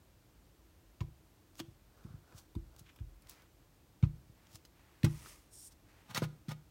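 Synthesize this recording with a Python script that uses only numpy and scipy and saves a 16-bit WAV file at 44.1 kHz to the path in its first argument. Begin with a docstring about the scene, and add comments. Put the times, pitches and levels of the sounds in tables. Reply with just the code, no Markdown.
"""A craft table in a small room: an acrylic stamp block is pressed on card, peeled off, dabbed on an
ink pad and pressed again. Each landing is an impact that excites the modes of the table and the room
(a thump) and of the block (a clack). As the rubber lifts, threads of tacky ink snap in a crackle.
The block is set down and slid aside with a hiss of friction; then the plastic lid of the pad is
grabbed, and its shell rings as it knocks and skids on the mat."""
import sys
import numpy as np
from scipy import signal
from scipy.fft import rfft, irfft, next_fast_len
from scipy.io import wavfile
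from scipy.ndimage import uniform_filter1d

SR = 44100
rng = np.random.default_rng(int(sys.argv[2]) if len(sys.argv) > 2 else 0)


def unload_audio(sound):
    """Save the sound as a 16-bit wav file, at the path given as the first command line argument."""
    columns = np.transpose(np.atleast_2d(sound))
    # keep every value between -1 and 1, then stretch to whole-number steps
    steps = np.round(np.clip(columns, -1, 1) * 32767)
    wavfile.write(sys.argv[1], SR, steps.astype(np.int16))


N = 295558
TIME = np.arange(N) / SR

# Spectral envelopes of the noises: frequency_hz, relative_density_db
ROOM_TONE_SPECTRUM = [(25, -19.5), (42, 0.5), (55, -2.5), (100, -6), (152, -10), (175, -12.5), (245, -16),
                      (295, -12), (330, -11), (375, -18.5), (540, -20.5), (2000, -30), (9000, -35.5),
                      (10300, -38.5), (12400, -34.5), (15800, -36.5)]
PAD_SPECTRUM = [(400, -4.5), (900, -9.5), (1500, -5), (1900, -21), (5000, -22), (12000, -32)]  # rubber wiping the ink pad
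FAINT_HISS_SPECTRUM = [(600, -4.5), (1400, -6), (2200, -6), (3200, -13), (5000, -17), (12000, -27)]  # like a breath or a light brush
SLIDE_SPECTRUM = [(350, -2), (600, -3.5), (716, -10), (902, -0.5), (1140, -2.5), (1270, 0), (1380, -10),
                  (2010, -2.5), (4030, -9), (5440, -4.5), (7540, -7.5), (8520, -5), (15500, -13.5)]  # block sliding on the mat
FINGER_SPECTRUM = [(2000, -24), (4200, -14), (5000, -9), (5530, -1), (6200, -11), (7000, -2), (7600, -8),
                   (8580, 5), (9200, -11), (9600, 1), (10700, -13), (12100, -9), (14400, -14), (15800, -21)]  # skin dragging on acrylic
CREAK_SPECTRUM = [(1000, -5), (1900, 1), (2400, 2), (3400, -0.5), (4500, -11), (6500, -12), (12000, -36)]  # rubber rocking on the pad
TACK_SPECTRUM = [(600, -8), (1100, -2.5), (1800, -10), (3500, -3.5), (5500, 0), (9000, -5.5), (12000, -9),
                 (15500, -6.5)]  # sticky surfaces parting
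BLOCK_DENSE_SPECTRUM = [(300, 16), (600, -10), (1200, -2), (2500, -2.5), (5000, -4), (9000, -13),
                        (15500, -13.5)]  # overlapping modes of the block
LID_DENSE_SPECTRUM = [(300, -12), (700, 6.5), (1300, 2), (3000, -1), (6000, -7.5), (10000, -13),
                      (15500, -15.5)]  # overlapping modes of the lid

# Resonances: pitch_hz, relative_level_db, t60_s
LOW_BOOM_MODES = [(45.3, -22, 0.83), (66.2, -27.5, 0.79), (103.6, -15.5, 0.078), (122, -12, 0.25),
                  (151.2, -12.5, 0.25), (188, -25, 0.22), (214, -18.5, 0.11)]  # low boom of the table and the room
TABLE_UPPER_MODES = [(331, -10, 0.14), (347, -26, 0.087), (428, -21, 0.062), (564, -12, .07)]
BLOCK_MODES = [(818, -2.5, 0.068), (986, 8.5, 0.042), (1252, 5, 0.047), (1350, -17, 0.048),
               (1970, -21, 0.023), (2320, -11, 0.029), (2530, 1, 0.02), (3400, -38, 0.039),
               (3610, 13, 0.012), (5700, -5, 0.074)]
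LID_MODES = [(548, -0.5, 0.037), (827, 0.5, 0.041), (1241, 0, 0.076), (1400, 1.5, 0.056), (1940, -8, 0.078),
             (2190, -4, 0.026), (2780, -18, 0.041), (3530, -7, 0.031), (4420, -4, 0.037),
             (5340, -8.5, 0.041), (6570, -11.5, 0.039)]

# Early reflections from the near walls and ceiling: delay_s, gain_db
REFLECTIONS = [(0.0184, -20.5), (0.0305, -22.5), (.060, -25.5), (.108, -40)]
# Faint soft hisses, like a breath or a light brush: start_s, end_s, level_db
FAINT_HISSES = [(3.28, 3.42, -68.5), (4.39, 4.52, -73), (4.77, 5.05, -72.5), (5.9, 6.12, -70)]
# The rubber wipes over the ink pad: start_s, end_s, level_db
PAD_WIPES = [(1.97, 2.13, -70), (2.29, 2.38, -68), (2.72, 2.78, -74.5)]
# The rubber creaks as the block rocks; the hand leans on the table: peak_s, level_db
CREAKS = [(2.864, -64.5), (2.892, -63)]
HAND_NUDGES = [(1.685, -49), (2.105, -47), (2.143, -42), (2.349, -50), (2.813, -51), (4.298, -52.5),
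               (4.547, -51.5)]
# Light ticks of the held block: start_s, level_db, tilt_db_per_octave, spot_hz
BLOCK_TICKS = [(2.324, -50.5, -9, 1580), (2.9603, -53, 0, 2660), (2.9886, -52, -4, 2700),
               (3.2212, -57, 4, 9000), (3.42, -56.5, 2, 2200), (4.651, -49, 2.5, 4550),
               (5.259, -43, -3, 1195)]
# The inked rubber peels off: start_s, release_s, crackle_db, fade_s, first_pop_db, last_pop_db,
# last_pop_tilt_db_per_octave
PEELS = [(1.5542, 1.6003, -50, .006, -55.5, -39.5, -7), (2.324, 2.383, -56.5, .022, -64, -60, 0),
         (2.7638, 2.7939, -58, .012, -54, -47.5, 6), (3.271, 3.296, -56.5, 0.036, -56, -38, 7.5),
         (4.47, 4.557, -56, 0.013, -58, -48, -0.5)]
# The block meets the ink pad: start_s, thump_db, contact_ms, low_modes_db, upper_modes_db, rim_tick_db
PAD_DABS = [(2.050, -42.5, 1.5, 0.5, 9, -55.5), (2.562, -32, 2.33, -0.5, 14, -43.5),
            (3.008, -36, 2.72, 4.5, 9, -60.5)]
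# The lid is shoved: start_s, knock_db, tilt_db_per_octave, spot_hz, thump_db, contact_ms, bounce_db,
# skid_s, skid_db, catch_db
LID_SHOVES = [(6.095, -61, 0, 1200, -55.5, 1.2, -62, .017, -51.5, -61),
              (6.1469, -28.5, 4, 3170, -48, 1.1, -38, .031, -37.5, -27.5),
              (6.22, -29, -3, 550, -28, 0.46, -44, 0.022, -46, -41),
              (6.4834, -45.5, 1, 900, -37, 0.97, -41.5, 0.035, -47, -45.5)]
# Moments at which the lid's rim catches: share_of_skid
RIM_CATCHES = [.4, .72, 0.95]
# The block lands twice on card, then on the bare mat: start_s, flop_s, edge_db, clack_db,
# tilt_db_per_octave, spot_hz, thump_db, contact_ms, low_cut_hz, low_modes_db, upper_modes_db
BLOCK_LANDINGS = [(1.006, .007, -40, -41, -3, 980, -30.5, 1.76, 71.4, -0.5, 9),
                  (4.027, 0.0088, -40.5, -37.5, -4, 1160, -14, 1.82, 160, -9.5, -13),
                  (5.0322, .0118, -34.5, -24.5, -1, 1030, -18.5, 1.22, 114, 2, -1.5)]


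def from_db(db):
    """Amplitude ratio of a level in decibels."""
    return 10 ** (np.asarray(db) / 20)


def unit(x):
    """Normalisation to unit energy."""
    return x / np.sqrt(np.sum(x ** 2) + 1e-20)


def add(out, start_s, x):
    """Superposition: a short sound is added from start_s on."""
    at = round(start_s * SR)
    out[at:at + len(x)] += x[:N - at]


def through(x, response):
    """Convolution: a linear system answers each sample with its impulse response."""
    return signal.fftconvolve(x, response)[:len(x)]


def coloured(x, spectrum):
    """Spectral shaping that keeps the power of white noise; 12 dB per octave roll-off in the bass."""
    size = next_fast_len(len(x) + SR // 20)
    hz, db = np.transpose(spectrum)
    bins = np.maximum(np.fft.rfftfreq(size, 1 / SR), 1)
    gain = from_db(np.interp(np.log(bins), np.log(hz), db))
    gain *= np.minimum(bins / hz[0], 1) ** 2
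    gain /= np.sqrt(np.mean(gain ** 2))
    return irfft(rfft(x, size) * gain, size)[:len(x)]


def sized(hit, db, tilt_db):
    """Spectral tilt of tilt_db per octave; db is the level the energy would have within 1 ms."""
    tilt = [(2 ** octave, tilt_db * octave) for octave in (8, 14)]
    return from_db(db) * unit(coloured(hit, tilt)) * np.sqrt(SR / 1000)


def decay(t, t60_s):
    """Damping: the amplitude falls exponentially, by 60 dB in t60_s."""
    return np.exp(-np.log(1000) * t / t60_s)


def held(start_s, end_s, edge_s):
    """Envelope with exponential growth, a plateau at 1, and exponential decay."""
    return np.exp(-np.abs(TIME - np.clip(TIME, start_s, end_s)) / edge_s)


def ringing(modes, t):
    """Free vibration: each mode is a damped sinusoid, one to a row."""
    return np.array([from_db(db) * np.sin(2 * np.pi * hz * t) * decay(t, t60) for hz, db, t60 in modes])


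def room_tone(level_db):
    """Stationary noise, strongest in the bass, forms the background."""
    return from_db(level_db) * coloured(rng.standard_normal(N), ROOM_TONE_SPECTRUM)


def reverberation(x, wet_db, t60_s, tail_cut_hz, echo_cut_hz):
    """Reflection: dull early echoes and a short diffuse tail follow the direct sound."""
    t, out = TIME[:SR // 2], x.copy()
    dull = signal.sosfilt(signal.butter(1, echo_cut_hz, fs=SR, output="sos"), x)
    for delay_s, db in REFLECTIONS:
        add(out, delay_s, from_db(db) * dull)
    build_up = 1 - np.exp(-t / 0.0013)
    tail = unit(rng.standard_normal(len(t)) * decay(t, t60_s) * build_up)
    tail = signal.sosfilt(signal.butter(1, tail_cut_hz, fs=SR, output="sos"), tail)
    return out + from_db(wet_db) * through(x, tail)


def grainy_noise(envelope, spectrum, grain_db):
    """Random amplitude modulation gives noise a grain, like the uneven slips of sliding friction."""
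    roughness = unit(uniform_filter1d(rng.standard_normal(N), size=200)) * np.sqrt(N)
    noise = rng.standard_normal(N) * from_db(grain_db * roughness)
    return envelope * coloured(noise, spectrum)


def soft_hisses(spans, spectrum):
    """Broadband noise swells, holds and fades over each span, heard as a soft hiss."""
    envelope = sum(from_db(db) * held(start, end, edge_s=0.041) for start, end, db in spans)
    return grainy_noise(envelope, spectrum, grain_db=1.5)


def swarm(swells, clicks_per_s, spread_db):
    """Shot noise: random clicks swell and fade. Swells: peak_s, level_db, growth_s, fade_s."""
    envelope = sum(from_db(db) * np.exp(-np.maximum((s - TIME) / growth_s, (TIME - s) / fade_s))
                   for s, db, growth_s, fade_s in swells)
    sizes = from_db(spread_db * np.minimum(rng.exponential(1, N), 4))
    signs = rng.choice([-1, 1], N)
    occurs = rng.random(N) < clicks_per_s / SR
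    return envelope * unit(sizes * signs * occurs) * np.sqrt(N)


def block_slide():
    """Friction grows with speed: the block creeps over the mat, then a push peaks and dies away."""
    push_s, push_width_s = 5.29, 0.088
    creep = from_db(-63.5) * held(5.08, 5.33, edge_s=0.035)
    push = from_db(-60.5) * np.exp(-np.abs(TIME - push_s) / push_width_s)
    return grainy_noise(creep + push, SLIDE_SPECTRUM, grain_db=1.0)


def finger_release():
    """Friction, then adhesion: the fingers drag off the block ever faster and come unstuck."""
    start_s, end_s, unstick_s, growth_db_per_s = 5.534, 5.675, 5.72, 27
    drag_db = -58.5 + growth_db_per_s * (np.clip(TIME, start_s, end_s) - start_s)
    envelope = from_db(drag_db) * held(start_s, end_s, edge_s=0.013)
    drag = grainy_noise(envelope, FINGER_SPECTRUM, grain_db=-0.3)
    unstick = swarm([(unstick_s, -61, 0.0087, 0.01)], clicks_per_s=9000, spread_db=6.0)
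    return drag + coloured(unstick, TACK_SPECTRUM)


def thump(peak_s, db, contact_ms, low_db=0, upper_db=0, low_cut_hz=None):
    """Resonance: a force pulse rings the table's upper modes and the low boom of table and room."""
    out, t = np.zeros(N), TIME[:SR // 2]
    lead_s, contact_s = 0.015, contact_ms / 1000
    # The sound follows the velocity, the slope of the displacement.
    low = np.diff(ringing(LOW_BOOM_MODES, t).sum(axis=0), prepend=0)
    upper = np.diff(ringing(TABLE_UPPER_MODES, t).sum(axis=0), prepend=0)
    force = np.exp(-0.5 * ((t - lead_s) / contact_s) ** 2)
    # A brief contact moves only part of the table top, so it gives less bass.
    low_cut = signal.butter(2, low_cut_hz or 0.13 / contact_s, "high", fs=SR, output="sos")
    push = signal.sosfilt(low_cut, force + 1e-18)
    ring = through(push, from_db(low_db) * low + from_db(upper_db) * upper)
    gain = from_db(db) / np.abs(push).max()
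    add(out, peak_s - lead_s, gain * (push + from_db(-3.5) * ring))
    return out


def body_response(modes, dense_spectrum, modes_db, dense_t60_s, crack_db):
    """Impulse response of a hard body: a crack, a dense ring and distinct modes of random strength."""
    t = TIME[:SR // 6]
    strengths = from_db(rng.normal(0, 0.36, len(modes))) * rng.choice([-1, 1], len(modes))
    envelope = unit(decay(t, dense_t60_s)) + from_db(crack_db) * unit(decay(t, 0.011))
    dense = coloured(rng.standard_normal(len(t)) * envelope, dense_spectrum)
    distinct = unit(strengths @ ringing(modes, t))
    return unit(unit(dense) + from_db(modes_db) * distinct)


def impacts(hits, modes, dense_spectrum, modes_db, dense_t60_s, crack_db, chatter_db, spot_db):
    """Impact excitation: a click and its chatter ring a body; the struck spot stresses one band.
    Hits: start_s, level_db, chatter_ms, tilt_db_per_octave, spot_hz."""
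    out, t = np.zeros(N), TIME[:SR // 6]
    clicks_per_s = 3000
    for s, db, chatter_ms, tilt_db, spot_hz in hits:
        clicks = rng.standard_normal(len(t)) * (rng.random(len(t)) < clicks_per_s / SR)
        force = from_db(chatter_db) * clicks * np.exp(-t * 1000 / chatter_ms)
        force[0] += 1
        hit = through(force, body_response(modes, dense_spectrum, modes_db, dense_t60_s, crack_db))
        spot = signal.lfilter(*signal.iirpeak(spot_hz, Q=5.0, fs=SR), hit)
        add(out, s, sized(hit + from_db(spot_db) * spot, db, tilt_db))
    return out


def clacks(hits):
    """Hard impacts excite the heavily damped modes of the acrylic block."""
    return impacts(hits, BLOCK_MODES, BLOCK_DENSE_SPECTRUM, modes_db=-8.5, dense_t60_s=0.053,
                   crack_db=-7.0, chatter_db=3.0, spot_db=3.0)


def pressing():
    """Stick-slip makes the rubber creak, while light impacts tick the block and nudge the table."""
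    chatter_ms, growth_s, fade_s = 0.77, 0.0055, 0.017
    ticks = clacks([(s, db, chatter_ms, tilt_db, spot_hz) for s, db, tilt_db, spot_hz in BLOCK_TICKS])
    slips = swarm([(s, db, growth_s, fade_s) for s, db in CREAKS], clicks_per_s=1500, spread_db=1.0)
    nudges = sum(thump(s, db, contact_ms=1.7, low_db=-4, upper_db=16) for s, db in HAND_NUDGES)
    return ticks + coloured(slips, CREAK_SPECTRUM) + nudges


def ink_peels():
    """Adhesive failure: one thread of ink snaps, a growing swarm follows, and the last patch pops."""
    growth_share, pop_t60_s, first_tilt_db = 0.32, 0.010, -1
    swells = [(release_s, db, growth_share * (release_s - start_s), fade_s)
              for start_s, release_s, db, fade_s, *_ in PEELS]
    out = coloured(swarm(swells, clicks_per_s=7500, spread_db=5.0), TACK_SPECTRUM)
    t = TIME[:SR // 50]
    for start_s, release_s, _, _, first_db, last_db, last_tilt_db in PEELS:
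        for s, db, tilt_db in (start_s, first_db, first_tilt_db), (release_s, last_db, last_tilt_db):
            pop = coloured(rng.standard_normal(len(t)) * decay(t, pop_t60_s), TACK_SPECTRUM)
            add(out, s, sized(pop, db, tilt_db))
    return out


def card_snap(snap_s):
    """Elastic release: the clinging card flicks and snaps off the block, then slaps the table."""
    flick = (snap_s - 0.0075, -39, 2.1, 0.5, 1090)
    snap = (snap_s, -35, 2.2, 0.5, 3160)
    slap = thump(snap_s + 0.00423, db=-46, contact_ms=0.87, low_db=5.5, upper_db=13.5, low_cut_hz=220)
    return clacks([flick, snap]) + slap


def pad_dabs():
    """Cushioned impact: the pad's rim ticks, then the felt softens the blow and bottoms out."""
    rim_lead_s, rim_chatter_ms, rim_tilt_db, rim_hz = 0.011, 2.9, -0.5, 1310
    bottom_lag_s = 0.00496
    thumps, ticks = np.zeros(N), []
    for s, db, contact_ms, low_db, upper_db, tick_db in PAD_DABS:
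        ticks.append((s - rim_lead_s, tick_db, rim_chatter_ms, rim_tilt_db, rim_hz))
        thumps += thump(s, db, contact_ms, low_db, upper_db)
        thumps += thump(s + bottom_lag_s, tick_db + 11.5, contact_ms=0.99, low_db=-15, upper_db=1)
    return thumps + clacks(ticks)


def lid_rattle():
    """Shell resonance: the shoved lid knocks, bounces, skids with its rim catching, and bumps to rest."""
    table_lag_s, bounce_s, growth_s, fade_s = 0.00134, 0.0075, 0.014, 0.0093
    coupling = dict(low_db=5.5, upper_db=-12.5, low_cut_hz=171)  # how the light lid drives the table
    thumps, hits, skids = np.zeros(N), [], []
    for (s, knock_db, tilt_db, spot_hz, thump_db, contact_ms,
         bounce_db, skid_s, skid_db, catch_db) in LID_SHOVES:
        knock = (s, knock_db, 2.8, tilt_db, spot_hz)
        bounce = (s + bounce_s, bounce_db, 0.9, 2, 820)
        catches = [(s + share * skid_s, catch_db, 2.9, 1.5, 1880) for share in RIM_CATCHES]
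        hits += [knock, bounce, *catches]
        skids.append((s + skid_s, skid_db, growth_s, fade_s))
        thumps += thump(s + table_lag_s, thump_db, contact_ms, **coupling)
        thumps += thump(s + bounce_s, thump_db - 7.5, contact_ms=1.8, **coupling)
        thumps += thump(s + skid_s, skid_db + 0.5, contact_ms=0.91, **coupling)
    knocks = impacts(hits, LID_MODES, LID_DENSE_SPECTRUM, modes_db=1.0, dense_t60_s=0.089,
                     crack_db=-0.5, chatter_db=-2.5, spot_db=0.0)
    slips = swarm(skids, clicks_per_s=6400, spread_db=2.0)
    # Each slip radiates directly and rings the shell, whose neighbouring modes swing in opposite senses.
    senses = (-1) ** np.arange(len(LID_MODES))
    shell = unit(senses @ ringing(LID_MODES, TIME[:SR // 6]))
    return thumps + knocks + coloured(slips, LID_DENSE_SPECTRUM) + from_db(-8.0) * through(slips, shell)


def block_landings():
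    """Successive impacts: an edge touches, the weight thumps, the face clacks flat, the block settles."""
    thumps, hits = np.zeros(N), []
    for (s, flop_s, edge_db, clack_db, tilt_db, spot_hz,
         thump_db, contact_ms, low_cut_hz, low_db, upper_db) in BLOCK_LANDINGS:
        weight_s, flat_s, settle_s = s + 0.674 * flop_s, s + flop_s, s + 2.3 * flop_s
        edge = (s, edge_db, 1.6, tilt_db + 1.5, 2260)
        face = (flat_s, clack_db, 3.5, tilt_db, spot_hz)
        settling = (settle_s, clack_db - 6.5, 11.5, -4.5, 830)  # a longer, duller chatter
        hits += [edge, face, settling]
        thumps += thump(weight_s, thump_db, contact_ms, low_db, upper_db, low_cut_hz)
        thumps += thump(flat_s, clack_db - 4, contact_ms=0.59, upper_db=-0.5)
        thumps += thump(settle_s, clack_db - 7.5, contact_ms=1.1, low_db=-2.0, upper_db=-1.0)
    return thumps + clacks(hits)


def scene():
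    """Superposition of reverberant impacts and peels, direct rubs and hisses, and room tone."""
    handling = block_landings() + pad_dabs() + pressing() + ink_peels()
    handling += card_snap(snap_s=1.6003) + lid_rattle()
    direct = soft_hisses(PAD_WIPES, PAD_SPECTRUM) + soft_hisses(FAINT_HISSES, FAINT_HISS_SPECTRUM)
    direct += block_slide() + finger_release()
    background = room_tone(level_db=-64)
    in_room = reverberation(handling, wet_db=-18.0, t60_s=0.45, tail_cut_hz=6000, echo_cut_hz=500)
    return (background + direct + in_room)[None]


def record(dry):
    """Band limiting: steep filters remove the deepest bass and the highest treble."""
    low_cut_hz, high_cut_hz = 42, 15900
    high_pass = signal.cheby1(7, 0.5, low_cut_hz, "high", fs=SR, output="sos")
    low_pass = signal.ellip(10, 0.2, 70, high_cut_hz, fs=SR, output="sos")
    return signal.sosfilt(low_pass, signal.sosfilt(high_pass, dry))


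dry = scene()
out = record(dry)
unload_audio(out)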